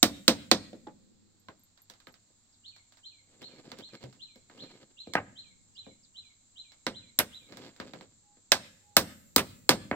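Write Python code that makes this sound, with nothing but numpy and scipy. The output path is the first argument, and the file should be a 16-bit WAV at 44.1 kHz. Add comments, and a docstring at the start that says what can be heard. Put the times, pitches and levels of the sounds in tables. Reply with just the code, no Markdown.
"""Hammer blows close by: three finish one nail in split bamboo slats on a pole deck; a slat is slid into place
and a new nail is set and driven. Blows are noise and slat modes in four bands, dulled by contact time, with
rebounds; drags are sparse grains through slat modes; nails and hollow culms are decaying sines.
Behind: an insect drone of shaped noise that sinks and swells, a repeated whistle that swoops up and drops,
far chips and hoots as gliding sines, and forest scatter with a blurred echo as noise tails."""
import sys
import numpy as np
from scipy import signal
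from scipy.fft import rfft, irfft, next_fast_len
from scipy.io import wavfile
from scipy.ndimage import map_coordinates

SR = 44100
rng = np.random.default_rng(int(sys.argv[2]) if len(sys.argv) > 2 else 0)


def master_out(mix):
    """Clip the mix to full scale and print it as 16-bit PCM to the path in sys.argv[1]."""
    frames = np.transpose(np.atleast_2d(mix))
    ceiling = np.clip(frames, -1, 1)
    pcm = np.round(ceiling * 32767).astype(np.int16)
    wavfile.write(sys.argv[1], SR, pcm)


N = 438794
TIME = np.arange(N) / SR
RING = np.arange(SR // 2) / SR  # time axis of one event, s


def amp(db):
    """Decibels to gain."""
    return 10 ** (np.asarray(db) / 20)


def unit(x):
    """Scale to rms 1."""
    return x / np.sqrt(np.mean(x ** 2) + 1e-20)


def along(points, hz):
    """Interpolate (f/Hz, value) points on a log frequency axis."""
    f, v = np.transpose(points)
    return np.interp(np.log(hz + 1), np.log(f + 1), v)


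def add(track, s, x):
    """Mix x into the track at time s."""
    part = track[..., max(round(s * SR), 0):][..., :x.shape[-1]]
    part += x[..., :part.shape[-1]]


def wobble(rate_hz):
    """Smooth random curve with rate_hz knots a second."""
    knots = rng.standard_normal(int(N * rate_hz / SR) + 4)
    return map_coordinates(knots, [TIME * rate_hz])


def filtered(x, response):
    """Apply a frequency response to x."""
    n = x.shape[-1]
    m = next_fast_len(n + 8192)
    spectrum = rfft(x, m) * response(np.fft.rfftfreq(m, 1 / SR))
    return irfft(spectrum, m)[..., :n]


def coloured(x, spectrum):
    """Shape noise to a spectrum, at rms 1."""
    return unit(filtered(x, lambda hz: amp(along(spectrum, hz))))


def dying(spectrum, t60, size):
    """Two noises, jointly rms 1, whose frequencies decay at their own rates."""
    hz, t, z = signal.stft(rng.standard_normal((2, size)), SR, nperseg=256)
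    decay_db = 60 * t / along(t60, hz)[:, None]
    gain = amp(along(spectrum, hz)[:, None] - decay_db)
    return unit(signal.istft(z * gain, SR)[1][:, :size])


# level difference of the two ports: f/Hz, left minus right/dB
PORT_LEAN = [(250, 0), (600, -0.5), (1500, -0.5), (3000, -5.5), (5500, -10.5), (8500, 4.5), (13000, -2.5)]


def ports(pair, apart, lead_ms=0.097):
    """Close source at two microphone ports: left leads; the sides differ more in the treble."""
    mid = pair[0]
    side = apart * filtered(pair[1], lambda hz: 0.38 + hz / (hz + 1500))
    sign = np.array([[1], [-1]])

    def port_response(hz):
        """Half the lean and half the lead, opposite at each port."""
        return amp(sign * along(PORT_LEAN, hz) / 2) * np.exp(sign * 1j * np.pi * hz * lead_ms / 1000)

    return filtered(mid + sign * side, port_response)


# insect chorus level: t/s, level/dB
CHORUS_LEVEL = [(0, -62.5), (1.2, -73), (2.8, -67.5), (5, -67), (9.9, -65)]
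# insect spectrum: f/Hz, level/dB
INSECT_SPECTRUM = [(4500, -38), (5700, -15), (6600, -7), (7100, -2.5), (7500, 4), (7900, -7.5),
                   (8300, -14.5), (8900, -44.5)]
# air spectrum: f/Hz, level/dB
AIR_SPECTRUM = [(20, -4), (50, -9.5), (80, -9), (98, 2.5), (120, -10), (250, -8.5), (450, -22.5),
                (800, -21.5), (2000, -25.5), (3000, -28), (4200, -19), (5200, -26.5), (9000, -45),
                (16000, -40)]


def outdoors():
    """Shimmering insect noise over the low hush of the air."""
    chorus_db = np.interp(TIME, *np.transpose(CHORUS_LEVEL))
    chorus_db += 0.38 * wobble(1.0) + .5 * wobble(76)
    chorus = amp(chorus_db) * coloured(rng.standard_normal((2, N)), INSECT_SPECTRUM)
    hush = ports(coloured(rng.standard_normal((2, N)), AIR_SPECTRUM), apart=0.91)
    return chorus + amp(-72.0) * hush * amp(0.61 * wobble(10))


def foliage(song, t60):
    """Leaves on the way smear a bird's note: convolution with decaying noise."""
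    leaves = rng.standard_normal((2, len(RING))) * amp(-60 * RING / t60)
    return signal.fftconvolve(song[None], leaves / np.linalg.norm(leaves[0]), axes=1)[:, :N]


# thin falling chips of a second bird: t/s, level/dB
CHIP_CALLS = [(2.52, -62.5), (5.742, -56.5), (6.025, -57)]
# far soft hoots: t/s, level/dB
HOOT_CALLS = [(8.22, -69.5), (8.82, -67)]


def far_birds():
    """Quick falling chips and low hoots from deeper in the wood: gliding sines."""
    song = np.zeros(N)
    for calls, length_s, from_hz, to_hz in [(CHIP_CALLS, .035, 5700, 3100), (HOOT_CALLS, .16, 832, 820)]:
        u = RING[RING < length_s] / length_s
        pitch_hz = from_hz + (to_hz - from_hz) * u
        call = np.sin(np.pi * u) * np.sin(2 * np.pi * np.cumsum(pitch_hz) / SR)
        for s, db in calls:
            add(song, s, amp(db) * call)
    return foliage(song, t60=0.11)


# scatter decay: f/Hz, t60/s
FOREST_T60 = [(100, 6.2), (300, 0.57), (900, 0.59), (2500, 0.68), (4500, 0.62), (8000, .7), (14000, 1.3)]
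# scatter spectrum: f/Hz, level/dB
FOREST_SPECTRUM = [(50, 3.5), (120, 8), (200, -6), (400, 1), (800, -4.5), (2000, 5.5), (4000, 2.5),
                   (8000, 0.5), (15000, -7)]
# spectrum sent back by the edge of the wood: f/Hz, level/dB
ECHO_SPECTRUM = [(700, -7.5), (1500, -2.5), (3500, 1.5), (5000, -4), (9000, -13)]


def forest(x, echo_db, echo_s):
    """Scatter from trunks and leaves, with a blurred echo off the edge of the wood."""
    wet, t = np.zeros((2, N)), np.arange(SR) / SR
    hop = SR // 3  # each block gets fresh random scatter
    for start in range(0, N, hop):
        tail = dying(FOREST_SPECTRUM, FOREST_T60, size=SR) * (1 - np.exp(-t / 0.0054))
        blur = np.exp(-((t - echo_s) / .045) ** 2)
        tail += amp(echo_db) * unit(coloured(rng.standard_normal((2, SR)), ECHO_SPECTRUM) * blur)
        tail /= np.linalg.norm(tail[0])
        add(wet, start / SR, signal.fftconvolve(x[None, start:start + hop], tail, axes=1))
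    return wet


ONSET_DB, SLUR_DB = -10.5, -25  # against the held note
START_HZ, SLUR_HZ, SAG_HZ_PER_S = 2830, 2460, 4000  # the slur sinks
RISE_S, HOLD_S, DROP_S, SLUR_S = 0.036, 0.013, 0.043, .09
QUAVER_HZ, QUAVER_RATE_HZ = 70, 130  # random pitch tremble


def whistle(held_hz):
    """One note: a sine swoops up, holds, drops and ends in a faint sinking slur."""
    risen, held, dropped, end = np.cumsum([RISE_S, HOLD_S, DROP_S, SLUR_S])
    t = RING[RING < end]
    rise = np.sin(np.pi / 2 * np.minimum(t / risen, 1) ** 1.1) ** 2
    drop = np.clip((t - held) / DROP_S, 0, 1)
    pitch_hz = START_HZ + (held_hz - START_HZ) * rise + (SLUR_HZ - held_hz) * drop
    pitch_hz -= SAG_HZ_PER_S * np.maximum(t - dropped, 0)
    quaver = map_coordinates(rng.standard_normal(size=64), [t * QUAVER_RATE_HZ])
    pitch_hz += QUAVER_HZ * (1 - drop) * quaver
    level = amp(ONSET_DB * (1 - rise) + SLUR_DB * np.sqrt(drop)) * signal.windows.tukey(len(t), .08)
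    return level * np.sin(2 * np.pi * np.cumsum(pitch_hz) / SR)


# whistle starts: t/s
WHISTLE_STARTS_S = [2.634, 3.028, 3.41, 3.81, 4.19, 4.575, 4.965, 5.35, 5.75, 6.142, 6.553, 6.93, 7.315]
WHISTLE_DB, GROWTH_DB_PER_S = -45.5, 0.08
HELD_HZ, EAGER_HZ, SETTLE_S = 4013, 299, 1.9  # the series starts higher and settles


def bird():
    """One repeated whistle, settling lower and growing very slightly, blurred by leaves."""
    song = np.zeros(N)
    for s in WHISTLE_STARTS_S:
        since_s = s - WHISTLE_STARTS_S[0]
        note = whistle(HELD_HZ + EAGER_HZ * np.exp(-since_s / SETTLE_S))
        add(song, s, amp(WHISTLE_DB + GROWTH_DB_PER_S * since_s) * note)
    mix = amp(-14.5) * song + amp(2.5) * foliage(song, t60=0.16)
    mix += amp(-10.0) * forest(song, echo_db=-6.5, echo_s=0.098)
    return mix * amp([[-1.5], [1.5]])  # right is louder


# struck culms: t/s, level/dB, f/Hz, t60/s
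HOLLOW_RINGS = [(.869, -40.5, 843, 0.12), (1.486, -39.5, 1054, 0.042), (1.486, -46, 1554, 0.05),
                (4.041, -40, 128, 0.24)]


def hollow():
    """The air and wall of a bumped culm ring briefly: decaying sines."""
    pair = np.zeros((2, N))
    for s, db, hz, t60 in HOLLOW_RINGS:
        add(pair[0], s, amp(db - 60 * RING / t60) * np.sin(2 * np.pi * hz * RING))
    return ports(pair, apart=0)


# clinks in the hand or rings as nails are set: t/s, level/dB, f/Hz
NAIL_PINGS = [(1.398, -71.5, 12340), (1.595, -66, 12500), (1.636, -60.5, 12000), (1.819, -55.5, 12230),
              (2.081, -69, 11800), (2.125, -68, 12500), (7.189, -20, 11830)]


def nails():
    """Steel nails give short high pings of eight close modes."""
    pair = np.zeros((2, N))
    for s, db, hz in NAIL_PINGS:
        modes_hz = hz * (1 + .03 * rng.standard_normal((2, 8, 1)))
        add(pair, s, amp(db - 7 - 60 * RING / 0.065) * np.sin(2 * np.pi * modes_hz * RING).sum(1))
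    return ports(pair, apart=0.34)


# second slat's modes, also struck below: f/Hz, width/Hz, level/dB
SECOND_SLAT_MODES = [(134, 16, 2.5), (215.4, 32, -3), (254.4, 22, 0.5), (311, 49, -2.5), (524.7, 13, -3.5),
                     (753, 110, -4), (973, 24.94, -1.5), (1251, 41, 1.5), (1556, 25, -1.5), (1689, 64, 1.5),
                     (2130, 97, 0.5), (3377, 540, -8.5), (3970, 390, -13), (4380, 320, 0.5)]
# shoves over the poles: t/s, length/s, level/dB
SHOVE_EVENTS = [(3.324, 0.064, -66.5), (3.431, .13, -56), (3.673, 0.11, -52), (3.941, 0.12, -57.5),
                (4.575, 0.21, -54.5), (7.526, 0.16, -54.5), (7.838, 0.17, -56.5)]
# stick-slip spectrum: f/Hz, level/dB
JUDDER_SPECTRUM = [(41, -43), (70, -16), (105, -2), (293, 4.5), (333, 4), (533, 4.5), (900, -23.5),
                   (1170, -54), (1980, -120)]
# fibre spectrum: f/Hz, level/dB
RASP_SPECTRUM = [(300, -21.5), (700, 1), (1500, -4.5), (2800, -3), (4500, -6), (7000, -15), (10000, -25),
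                 (16000, -26)]
SHOVE_RISE_DB_PER_S, SHOVE_FALL_DB_PER_S = 178.5, 151
RASP_DB = -5  # against the judder


def dragging():
    """Stick-slip over the poles: uneven grains shake the slat's modes and rasp in the fibres."""
    slips = amp(4.5 * wobble(35))

    def grains(rate_hz):
        """Random impulses over a low noise floor."""
        return slips * rng.standard_normal((2, N)) * (.07 + (rng.random(N) < rate_hz / SR))

    def slat(f):
        """Sum of mode resonances plus a direct path."""
        return 1.1 + sum(amp(db) / (1 + 1j * (f - hz) / width) for hz, width, db in SECOND_SLAT_MODES)

    judder = coloured(filtered(grains(110), slat), JUDDER_SPECTRUM)
    rasp = coloured(filtered(grains(700), slat), RASP_SPECTRUM)
    effort = np.zeros(N)
    for s, length_s, db in SHOVE_EVENTS:
        fade_db = SHOVE_RISE_DB_PER_S * np.maximum(s - TIME, 0)
        fade_db += SHOVE_FALL_DB_PER_S * np.maximum(TIME - s - length_s, 0)
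        effort = np.maximum(effort, amp(db - fade_db))
    return ports(effort * (judder + amp(RASP_DB) * rasp), apart=0.44)


def softened(x, contact_ms):
    """A contact hardly excites vibrations faster than its own length: second-order low-pass."""
    corner_hz = 1000 / contact_ms
    return filtered(x, lambda hz: 1 / (1 + 1j * np.sqrt(2) * hz / corner_hz - (hz / corner_hz) ** 2))


# thud, knock, crack, sizzle: low edge/Hz, high edge/Hz
STRIKE_BANDS = [(175, 600), (600, 2800), (2800, 8500), (8500, 16000)]
# first slat's modes: f/Hz, width/Hz, level/dB
FIRST_SLAT_MODES = [(200.2, 12, -2), (237.5, 18, 3.5), (285.6, 6, -2.5), (325.8, 22, 6.5), (520.8, 17, 1),
                    (594, 33, -3), (720, 35, -0.5), (1300, 60, -7.5), (1390, 35, -5), (2130, 63, -7.5),
                    (3603, 82, -1), (3610, 75, 0.5), (4322, 100, -2), (5330, 83, -5.5)]
# dense deck modes: f/Hz, level/dB
DECK_SPECTRUM = [(40, -15.5), (100, 2.5), (200, 5.5), (700, 1.5), (2000, 1), (2800, -13), (3800, -1),
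                 (6000, -7), (8000, -12), (10000, -24), (15000, -10.5)]
# deck decay: f/Hz, t60/s
DECK_DECAY = [(100, 0.92), (300, .2), (800, 0.2), (2000, 0.13), (5000, 0.145), (14000, .12)]
SLAT_CHANGE_S = 1.2
CRACK_DB, SIZZLE_DB = 2.5, 3.5  # over the knock, before contact time dulls them
FIRST_SLAT_CRACK_DB = 5  # the narrow green slat cracks this much harder


def strike(s, db, weight_db, contact_ms, contact_db, modes_db, rebound_s, rebound_db):
    """One contact: brief crack, slat modes, dense deck ring and boom; a longer contact is duller."""
    if s < SLAT_CHANGE_S:
        slat, boom_db, hard_db = FIRST_SLAT_MODES, -19, FIRST_SLAT_CRACK_DB
    else:
        slat, boom_db, hard_db = SECOND_SLAT_MODES, -11, 0
    hz, width, mode_db = np.transpose(slat)[:, :, None]
    chance = rng.standard_normal((3, len(hz), 1))  # random level, pitch, polarity
    swing = np.sin(2 * np.pi * hz * (1 + .003 * chance[1]) * RING) * np.sign(chance[2])
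    modes = amp(mode_db + 1.5 * chance[0]) * np.sqrt(width) * np.exp(-np.pi * width * RING) * swing
    crack = coloured(rng.standard_normal((2, len(RING))), DECK_SPECTRUM) * np.exp(-RING / .0024)
    body = dying(DECK_SPECTRUM, DECK_DECAY, size=len(RING)) + amp(contact_db) * unit(crack)
    body[0] += amp(modes_db) * unit(modes.sum(0))
    # the slat springs up and rattles back: two duller slaps, the second weaker
    slap_spectrum = [(500, 0.5), (1800, 2.5), (4500, -14.0), (14000, -31)]
    slap_t60 = [(300, 0.14), (5000, 0.063)]
    for delay, offset_db in [(1, 3), (1.7, -2.5)]:
        slap = dying(slap_spectrum, slap_t60, size=4096)
        slap *= np.sqrt(len(RING) / slap.shape[1])  # same energy as a full-length ring
        add(body, rebound_s * delay, amp(rebound_db + offset_db) * slap)
    out = np.zeros_like(body)
    band_db = [weight_db, 0, CRACK_DB + hard_db, SIZZLE_DB]
    for (lo, hi), level_db in zip(STRIKE_BANDS, band_db):
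        band = signal.sosfilt(signal.butter(4, (lo, hi), "band", fs=SR, output="sos"), body)
        out += amp(level_db) * band / np.std(band[0, :SR // 25])  # level over the first 40 ms
    # the poles underneath give with a dull boom
    boom = rng.standard_normal(len(RING))
    boom = signal.sosfilt(signal.butter(1, (85, 130), "band", fs=SR, output="sos"), boom)
    boom = signal.sosfilt(signal.butter(2, 200, fs=SR, output="sos"), boom)
    out[0] += amp(weight_db + boom_db - 60 * RING / .5) * unit(boom)
    return amp(db) * softened(out, contact_ms)


# slats, hand and hammer head bump the deck: t/s, level/dB, thud weight/dB, contact/ms
DECK_KNOCKS = [(0.73, -68, 20.5, 0.38), (.871, -55, 7, 0.93), (1.485, -56, 0, 0.48), (1.899, -63, -4, 0.15),
               (2.07, -57.5, -2, 0.38), (2.301, -86, 11, 0.71), (3.418, -64, 4.5, .2),
               (3.717, -54.5, 2, 0.27), (3.787, -64, 8.5, .14), (4.038, -64, 13.5, 0.24),
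               (4.358, -74, 14, 0.16), (4.498, -61, -6, .55), (5.071, -69.5, 21, 0.25),
               (5.865, -68.5, 15, 0.5), (7.523, -61, 4.5, 0.29), (7.571, -60, 1, 0.17),
               (7.8, -46.5, 0.5, 0.42), (7.935, -55, 5, .36), (8.01, -58.5, 2.5, 0.38),
               (8.37, -78.5, 10, 0.42)]
# fingers and fibres tick on the bamboo: t/s
TICK_TIMES_S = [1.775, 1.937, 2.002, 2.141, 2.763, 2.922, 2.971, 3.888, 4.127, 6.719, 7.68, 7.763]
TICK_DB = -71


def knocks():
    """Light bumps and ticks while the slat is placed: weak strikes."""
    pair = np.zeros((2, N))
    for s, db, weight_db, contact_ms in DECK_KNOCKS:
        add(pair, s, strike(s, db, weight_db, contact_ms, contact_db=0, modes_db=2,
                            rebound_s=.011, rebound_db=-9))
    for s in TICK_TIMES_S:
        tick_db = TICK_DB + rng.standard_normal()
        add(pair, s, strike(s, tick_db, weight_db=-14, contact_ms=0.22, contact_db=-3.5, modes_db=-4,
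                            rebound_s=rng.uniform(0.013, 0.014), rebound_db=-10.5))
    return ports(pair, apart=1.0)


# dull clacks, a slat dropping and a hammer tap on the deck: t/s, level/dB, thud weight/dB
DULL_CLACKS = [(5.153, -27, -7), (9.9125, -35, 2)]
CLACK_TOP_HZ = 2745  # a dull clack is 20 dB weaker well above this


def clacks():
    """A dense, hollow clack with hardly any crack: low-passed strikes."""
    pair = np.zeros((2, N))
    for s, db, weight_db in DULL_CLACKS:
        add(pair, s, strike(s, db, weight_db, contact_ms=0.25, contact_db=3.5, modes_db=3,
                            rebound_s=.014, rebound_db=-5.5))
    dulled = filtered(pair, lambda hz: .1 + .9 / (1 + (hz / CLACK_TOP_HZ) ** 12))
    return ports(dulled, apart=.42)


# blows: t/s, level/dB, thud weight/dB, contact/ms, rebound delay/s, rebound level/dB
HAMMER_BLOWS = [(.029, -27.5, 4.5, 0.08, 0.0047, -6), (0.2798, -27, 4, 0.12, .008, -7),
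                (.514, -27.5, 2.5, 0.18, 0.0042, -9), (5.136, -47.5, -10, .15, 0.0057, -13),
                (6.866, -36, -.5, 0.27, .006, -5.5), (7.189, -32, -4, 0.061, 0.0074, 5),
                (8.5186, -25, -11.5, .135, 0.0045, -3), (8.9672, -23, -6.5, .075, .0047, -4.5),
                (9.362, -27.5, 0.5, 0.029, 0.018, 0), (9.692, -24.5, -1, .13, .013, -4.5)]
# steel head ring: f/Hz, t60/s, level against the blow/dB
HEAD_RING = (8230, .45, -23.5)


def hammer():
    """Hard blows on nail and slat, each with a rebound; the steel head rings on faintly."""
    pair = np.zeros((2, N))
    head_hz, head_t60, head_db = HEAD_RING
    for s, db, weight_db, contact_ms, rebound_s, rebound_db in HAMMER_BLOWS:
        add(pair, s, strike(s, db, weight_db, contact_ms, contact_db=5, modes_db=4.5,
                            rebound_s=rebound_s, rebound_db=rebound_db))
        head = amp(db + head_db - 60 * RING / head_t60) * np.sin(2 * np.pi * head_hz * RING)
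        add(pair[0], s, head)
    return amp(-0.5) * ports(pair, apart=0.42)


def scene():
    """Work on the deck in front, the forest around."""
    background = outdoors() + far_birds() + bird()
    work = hollow() + dragging() + knocks() + clacks() + hammer()
    answer = amp(-25.0) * forest(work.mean(0), echo_db=-11.5, echo_s=.13)
    return background + answer + nails() + work


TOP_HZ = 16000  # middle of the 700 Hz wide cutoff


def record(dry):
    """Round peaks at full scale; cut the band above the limit."""
    rounded = dry / (1 + np.abs(dry) ** 6) ** (1 / 6)
    return filtered(rounded, lambda hz: np.clip((TOP_HZ - hz) / 700 + .5, 0, 1))


dry = scene()
out = record(dry)
master_out(out)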